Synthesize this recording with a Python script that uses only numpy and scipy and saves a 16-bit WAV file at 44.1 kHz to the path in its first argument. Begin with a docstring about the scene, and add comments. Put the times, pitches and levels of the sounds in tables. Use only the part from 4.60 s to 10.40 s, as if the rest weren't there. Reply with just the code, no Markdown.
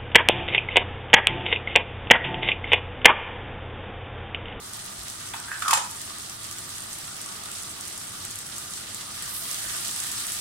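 """A small kitchen with a low steady rumble, a pair of microphones on a wok of onions and spices.
They boil in a little water: thousands of tiny bubbles burst into a hiss, larger ones ring the bowl,
and a few spit. Early on a plastic cup is put away to one side: it scrapes, rattles and knocks home,
its hollow note falling. Later a spatula stirs and the hiss swells. Two soft bumps lie underneath."""
import sys
import numpy as np
from scipy import signal
from scipy.fft import rfft, irfft
from scipy.io import wavfile
from scipy.ndimage import uniform_filter1d

SR = 44100
rng = np.random.default_rng(int(sys.argv[2]) if len(sys.argv) > 2 else 0)


def put_to_file(sound):
    """Save the sound as 16-bit audio at rate SR, in the file named by the first command-line argument."""
    columns = np.atleast_2d(sound).T  # one column per channel
    safe = np.clip(columns, -1, 1)
    whole_steps = np.round(safe * 32767)
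    wavfile.write(sys.argv[1], SR, whole_steps.astype(np.int16))


N = 255956
EDGE_HZ = 15900


def gain_of(db):
    """Decibels to gain."""
    return 10 ** (np.asarray(db) / 20)


def unit_rms(x):
    """Scales to rms 1."""
    return x / np.sqrt(np.mean(x ** 2) + 1e-20)


def since(start_s):
    """Seconds elapsed since a moment, zero before it."""
    return np.maximum(np.arange(N) / SR - start_s, 0)


def at_hz(points, hz):
    """Reads a spectrum on a log-frequency axis."""
    f, value = np.transpose(points)
    return np.interp(np.log(hz + 1), np.log(f), value)


def follow(points):
    """A curve in time, sample by sample."""
    return np.interp(since(0), *np.transpose(points))


def drift(span):
    """Random wander of rms 1 that changes within `span` samples."""
    wander = uniform_filter1d(rng.standard_normal(N), int(span), mode="wrap")
    return unit_rms(uniform_filter1d(wander - wander.mean(), int(span) // 3, mode="wrap"))


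def add(mix, s, sound):
    """Adds a sound at time s."""
    part = mix[..., round(s * SR):][..., :sound.shape[-1]]
    part += sound[..., :part.shape[-1]]


def convolve(x, response):
    """Plays x through a response, one row a channel."""
    return signal.oaconvolve(np.atleast_2d(x), np.atleast_2d(response), axes=1)[:, :N]


def colour(x, points, size=4096):
    """Plays x through a causal filter of energy 1 with the given spectrum."""
    log_gain = np.log(gain_of(at_hz(points, abs(np.fft.fftfreq(size, 1 / SR)))))
    taps = np.fft.ifft(np.exp(np.conj(signal.hilbert(log_gain)))).real
    return convolve(x, taps / np.linalg.norm(taps))


def band(x, lo_hz, hi_hz, order):
    """Causal band-pass."""
    return signal.sosfilt(signal.butter(order, [lo_hz, hi_hz], "bandpass", fs=SR, output="sos"), x)


def resonate(x, hz, width):
    """A resonance that can follow a moving pitch; a unit click rings with height 1."""
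    turn = np.exp(2j * np.pi * np.cumsum(hz * np.ones(N)) / SR)
    pole = np.exp(-np.pi * width / SR)
    return (turn * signal.lfilter([1], [1, -pole], x / turn + 1e-18)).imag


def burst(decay_s, rise_s, size=2048):
    """A contact and its scatter of near echoes, different at each microphone."""
    t = np.arange(size) / SR
    return np.exp(-t / decay_s) * (1 - np.exp(-t / rise_s)) * rng.standard_normal((2, size))


# The room around the microphones. Each row: frequency in Hz, seconds to die away by 60 dB.
KITCHEN_DECAY = [(300, 0.4), (1000, 0.4), (3000, 0.32), (8000, 0.35), (15000, 0.11)]
def kitchen(x, wet_db):
    """Adds a diffuse tail, different at each microphone, whose treble dies first."""
    hz, t, noise = signal.stft(rng.standard_normal((2, SR // 2)), SR, nperseg=256)
    decay = gain_of(-60 * t / at_hz(KITCHEN_DECAY, hz)[:, None])
    onset = 1 - np.exp(-t / 0.0011)
    tail = signal.istft(noise * decay * onset, SR, nperseg=256)[1]
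    return x + gain_of(wet_db) * convolve(x, tail / np.linalg.norm(tail[0]))


def stirred(start_s=4.494, swell_s=0.27):
    """Stirring wets hot steel: how far it has roused the boil, 0 to 1."""
    return 1 - np.exp(-since(start_s) / swell_s)


def boil_db(recovery_db=2, recovery_s=2, stir_db=5.5):
    """Growth of the boil as the heat returns after fresh water, and with stirring."""
    return recovery_db * (1 - np.exp(-since(0) / recovery_s)) + stir_db * stirred()


def foam(fine_db, per_s=4600, spread_db=3.0, grain_width_hz=2500, clump_db=0.82, spurt_db=1.1, bands=13):
    """Bubbles of every pitch burst in loose clumps; each is a snap, echoes off the steel and some room."""
    popping = rng.random(N) < per_s / SR
    pitch = rng.uniform(0, EDGE_HZ, N)
    size = np.minimum(rng.exponential(1, N), 5)
    energy = popping * gain_of(spread_db * size + clump_db * drift(940)) ** 2
    t = np.arange(SR // 6) / SR
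    # Snap, steel and room at the microphones. Each row: weight of energy, decay in seconds.
    paths = [(0.35, 0.000047), (0.41, 0.0011), (1.2, 0.016)]
    arrival = sum(weight * np.exp(-t / s) / s for weight, s in paths)
    hz, out = np.fft.rfftfreq(N, 1 / SR), np.zeros((2, N))
    noise = rfft(rng.standard_normal((2, N)))
    step = EDGE_HZ / (bands - 1)
    for centre in np.arange(bands) * step:
        power = abs(convolve(energy * np.exp(-((pitch - centre) / grain_width_hz) ** 2), arrival))
        noise_band = irfft(noise * np.maximum(1 - abs(hz - centre) / step, 0), N)
        # bubbles of one size come in spurts; the finest ones lift the top of the range
        lift_db = spurt_db * drift(1340) + fine_db * np.clip((centre - 7000) / 6000, 0, 1)
        out += noise_band * unit_rms(np.sqrt(power)) * gain_of(lift_db)
    return out


# Bursting foam in the wok. Each row: frequency in Hz, relative density in dB.
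HISS_SPECTRUM = [(400, -31), (900, -14), (1700, -4.5), (2450, -6), (3150, -2), (4400, -1.5), (5700, -1.5),
                 (7200, -2), (8000, 1.5), (8700, 0.5), (9600, -0.4), (11000, -6.5), (13000, -11.5),
                 (15800, -16.5)]
def hiss(level_db=-39, waver_db=0.39, waver_s=0.11, flash_s=4.66, rise_s=0.082, fall_s=0.12):
    """The foam's sizzle wavers a little; stirring swells it and brings a brief flash of treble."""
    t = since(flash_s)
    flash = np.minimum(t / rise_s, 1) * np.exp(-np.maximum(t - rise_s, 0) / fall_s)
    fizz = colour(foam(fine_db=3 * stirred() + 10.5 * flash), HISS_SPECTRUM)
    return gain_of(level_db + boil_db() - 0.1 * flash + waver_db * drift(waver_s * SR)) * unit_rms(fizz)


# Resonances of the wok's bowl. Each row: pitch in Hz, width in Hz, relative gain in dB.
BOWL_MODES = [(432, 7.5, -36), (684, 61, -6.5), (876, 117, -10), (1194, 103, -0.5), (1440, 193, -5),
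              (1930, 224, -8.5)]
# The larger bubbles slowly come and go. Each row: time in seconds, level in dB.
GURGLE_LEVELS = [(.4, -47.5), (.7, -48), (2.0, -48.5), (2.6, -46.7), (4.15, -49.5), (4.55, -48),
                 (5.0, -47.5), (5.25, -44.5), (5.8, -48.5)]
def gurgle(per_s=900, spread_db=3.0, crossfeed=0.18, surge_db=1.7):
    """Larger bubbles come in little surges and ring the air in the bowl of the wok."""
    popping = rng.random((2, N)) < per_s / SR
    size = np.minimum(rng.exponential(1, (2, N)), 4)
    clicks = popping * gain_of(spread_db * size) * rng.choice([-1, 1], (2, N))
    clicks = kitchen(clicks, wet_db=-0.5)
    clicks = clicks + crossfeed * clicks[::-1]
    # each surge favours other resonances, according to where it breaks
    ring = sum((-1) ** k * gain_of(db + surge_db * drift(2100)) * width * resonate(clicks, hz, width)
               for k, (hz, width, db) in enumerate(BOWL_MODES))
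    return gain_of(follow(GURGLE_LEVELS)) * unit_rms(ring)


# The kitchen's room tone. Each row: frequency in Hz, relative density in dB.
RUMBLE_SPECTRUM = [(20, -14), (48, -12.5), (66, -9.5), (80, -7), (98, -0.5), (120, -4), (170, -8),
                   (210, -6.5), (260, -10.5), (350, -9), (500, -14.5), (900, -12), (2000, -33)]
# How alike it is at the two microphones. Each row: frequency in Hz, correlation from -1 to 1.
RUMBLE_LIKENESS = [(60, 1), (160, 1), (260, 0.94), (420, -0.15), (750, -0.44)]
def rumble(level_db=-48.5):
    """Steady low noise of stove and room, its bass nearly the same at both microphones."""
    hz = np.fft.rfftfreq(N, 1 / SR)
    left, other = rfft(rng.standard_normal((2, N)))
    likeness = at_hz(RUMBLE_LIKENESS, hz)
    right = likeness * left + np.sqrt(1 - likeness ** 2) * other
    spectrum = np.array([left, right]) * gain_of(at_hz(RUMBLE_SPECTRUM, hz))
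    return gain_of(level_db) * unit_rms(irfft(spectrum, N))


# The main spits from the wok. Each row: start in seconds, level in dB.
LOUD_SPITS = [(.1345, -19), (.4825, -17.5), (1.0045, -20.5), (1.4162, -18.5), (1.843, -18), (1.912, -19),
              (1.9845, -19), (2.385, -20), (2.4515, -25), (3.3793, -21), (3.6509, -17), (3.757, -17),
              (3.982, -15), (4.3458, -16), (4.6234, -15), (4.913, -12), (4.944, -16), (5.163, -20),
              (5.282, -13), (5.4018, -11)]
# The snap of one spit. Each row: frequency in Hz, relative density in dB.
SNAP_SPECTRUM = [(500, -32), (2000, -24), (4000, -8), (8500, 6.5), (11000, -2), (15500, -12)]
def spits(small_per_s=7, small_db=-22.5, spread_db=1, max_count=80):
    """Sharp spits stand out of the foam; the lesser ones come at random and grow with the boil."""
    out, lift_db = np.zeros((2, N)), boil_db()
    times = np.cumsum(rng.exponential(1 / small_per_s, max_count))
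    levels = small_db + spread_db * rng.standard_normal(max_count)
    small = [(s, db + lift_db[int(s * SR)]) for s, db in zip(times, levels) if s < N / SR]
    for s, db in LOUD_SPITS + small:
        snap = burst(decay_s=.0011, rise_s=.0002)
        add(out, s, gain_of(db) * snap / abs(snap).max())
    return kitchen(colour(out, SNAP_SPECTRUM), wet_db=-4)


# Bumps, alike at both microphones. Each row: start in seconds, level in dB, pitch in Hz.
LOW_BUMPS = [(0.384, -40, 57.3), (5.06, -47, 42)]
def bumps(t60=.3, rise_s=.008):
    """Two soft bumps, each a very low tone that dies quickly."""
    t, out = np.arange(SR // 3) / SR, np.zeros(N)
    for s, db, hz in LOW_BUMPS:
        envelope = gain_of(db - 60 * t / t60) * (1 - np.exp(-t / rise_s))
        add(out, s, envelope * np.sin(2 * np.pi * hz * t))
    return out


# The cup knocks, off to one side. Each row: start in seconds, then ring, clack and crack levels in dB.
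CUP_BLOWS = [(.7360, -28, -25, -48), (.7410, -18.5, -29.5, -49), (0.883, -32, -31, -52),
             (0.9168, -16.5, -33, -43), (1.022, -19, -23, -23), (1.0805, -21, -18, -14),
             (1.1079, -15, -16.5, -11), (1.1305, -3.5, -13, -14), (1.1342, -9.5, -20.5, -8.5),
             (1.1730, -12.5, -22.5, -20)]
def cup_blows(contact_s=.0042):
    """Each blow gives a push to the air under the cup, a dull clack and a sharp crack."""
    pushes, clacks, cracks = np.zeros(N), np.zeros((2, N)), np.zeros((2, N))
    for s, ring_db, clack_db, crack_db in CUP_BLOWS:
        add(pushes, s, gain_of([ring_db]))
        add(clacks, s, gain_of(clack_db) * burst(contact_s, rise_s=0.0006))
        add(cracks, s, gain_of(crack_db) * burst(contact_s, rise_s=0.0015))
    return pushes, clacks, cracks


# The cup slides between knocks. Each row: start in seconds, length in seconds, level in dB.
CUP_SLIDES = [(.742, 0.064, -50), (0.873, .10, -41), (1.016, 0.097, -31), (1.089, 0.054, -30.5)]
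def cup_rubbing(bite_s=0.0088, ease_db_per_s=-33, release_s=0.019, grip_db=4.0):
    """Strength of the rubbing: each slide bites, eases off and lets go; the rim grips unevenly."""
    rub = np.zeros(N)
    for s, length, db in CUP_SLIDES:
        bite = np.minimum(since(s) / bite_s, 1)
        release = np.exp(-since(s + length) / release_s)
        rub += bite * gain_of(db + ease_db_per_s * since(s)) * release
    return rub * gain_of(grip_db * drift(100))


# The note of the air under the cup. Each row: time in seconds, pitch in Hz.
CUP_AIR_NOTE = [(.742, 870), (.755, 1420), (.78, 1530), (.92, 1640), (.98, 1600), (1.03, 1360),
                (1.09, 1220), (1.135, 930), (1.25, 930)]
def cup_air(pushes, rub, width_hz=150, hollow_db=-1):
    """Blows and rubbing ring the air under the cup; its note rises, then falls as the gap closes."""
    hz = follow(CUP_AIR_NOTE)
    hollow = resonate(rng.standard_normal(N), hz, width=160)
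    hollow = unit_rms(resonate(hollow, hz, width=600))
    air = resonate(pushes, hz, width_hz) + gain_of(hollow_db) * rub * hollow
    return air * gain_of([[-2], [.5]])  # toward the right microphone


# The cup's plastic wall. Each row: pitch in Hz, relative gain in dB, seconds to die away by 60 dB.
SHELL_MODES = [(746, -1.5, 0.11), (855, -7, 0.44), (920, -2, .35), (970, 3, 0.54), (1210, -8, 0.6),
               (1317, 2.5, .25), (1620, 1, 0.14), (2580, 15, 0.062), (7640, 4, 0.014), (9600, -3, .015)]
def cup_shell(body, level_db=-4):
    """The shell rings on wherever the sliding note meets one of its modes."""
    ring = 0
    for hz, db, t60 in SHELL_MODES:
        width = np.log(1000) / np.pi / t60
        ring += gain_of(db + level_db) * 2 * np.pi * width / SR * resonate(body, hz, width)
    return ring


def cup_thud(start_s=1.174, level_db=-31, hz=573, width_hz=80):
    """The cup's last bounce thuds on the surface below."""
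    t = since(start_s)
    return gain_of(level_db) * np.exp(-np.pi * width_hz * t) * np.sin(2 * np.pi * hz * t)


# The clack of a blunt contact and the crack of plastic. Each row: frequency in Hz, relative density in dB.
CLACK_SPECTRUM = [(300, -10), (600, 4), (1700, 2), (2050, -4.5), (2900, -1), (3600, 0), (5000, -22),
                  (15000, -17)]
CRACK_SPECTRUM = [(300, 0), (550, -12), (800, -16), (2000, -29), (4000, -8.5), (6000, -4), (7700, -0.5),
                  (8300, -6.5), (9400, -1.5), (11000, -9.5), (15500, -22)]
def cup(rasp_db=-14, scratch_db=-13):
    """The cup knocks and scrapes home, ringing its air, its shell and the kitchen."""
    pushes, clacks, cracks = cup_blows()
    rub = cup_rubbing()
    clacks += gain_of(rasp_db) * rub * rng.standard_normal((2, N))
    cracks += gain_of(scratch_db) * rub * rng.standard_normal((2, N))
    body = cup_air(pushes, rub) + colour(clacks, CLACK_SPECTRUM) + colour(cracks, CRACK_SPECTRUM)
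    body = band(body, 940, 20000, order=4)  # so small a thing radiates no bass
    return kitchen(body + cup_shell(body) + cup_thud(), wet_db=-3.0)


# The spatula in the wok. Each row: start in seconds, length in seconds, level in dB.
SPATULA_STROKES = [(4.553, .2, -46.5), (4.95, 0.29, -45.5), (5.327, 0.36, -48)]
# What its scraping rings. Each row: pitch in Hz, width in Hz, relative gain in dB.
SCRAPE_MODES = [(1170, 230, -6), (1510, 170, 1.5), (1850, 190, 1)]
def spatula(slip_db=3):
    """Wood slips unevenly over wet steel and rings the bowl; each stroke speeds up and slows in an arch."""
    speed = sum(gain_of(db) * np.sin(np.pi * np.minimum(since(s) / length, 1))
                for s, length, db in SPATULA_STROKES)
    slips = rng.standard_normal((2, N)) * gain_of(slip_db * drift(300))
    ring = sum((-1) ** k * gain_of(db) * width * resonate(slips, hz, width)
               for k, (hz, width, db) in enumerate(SCRAPE_MODES))
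    scrape = speed * unit_rms(band(ring, 820, 2800, order=2))
    return scrape * gain_of([[-2], [1.5]])  # toward the right microphone


# The wok's place between the microphones. Each row: frequency in Hz, left minus right in dB.
WOK_BALANCE = [(300, -18), (700, -2), (1290, 0.5), (2400, -2), (3300, -4), (5500, -2), (8400, 0.7),
               (10500, -2.5), (15000, -6)]
def wok():
    """All sounds of the wok, a little stronger at the right microphone."""
    sound = hiss() + gurgle() + spits() + spatula()
    side_db = at_hz(WOK_BALANCE, np.fft.rfftfreq(N, 1 / SR))
    return irfft(rfft(sound) * gain_of([side_db / 2, -side_db / 2]), N)


def scene():
    """The boiling wok, the cup and the room."""
    return wok() + cup() + rumble() + bumps()


def record(dry):
    """The recorder's band limit."""
    lowpass = signal.firwin(511, EDGE_HZ, window=("kaiser", 9), fs=SR)
    return signal.oaconvolve(dry, lowpass[None], "same")


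dry = scene()
out = record(dry)
put_to_file(out)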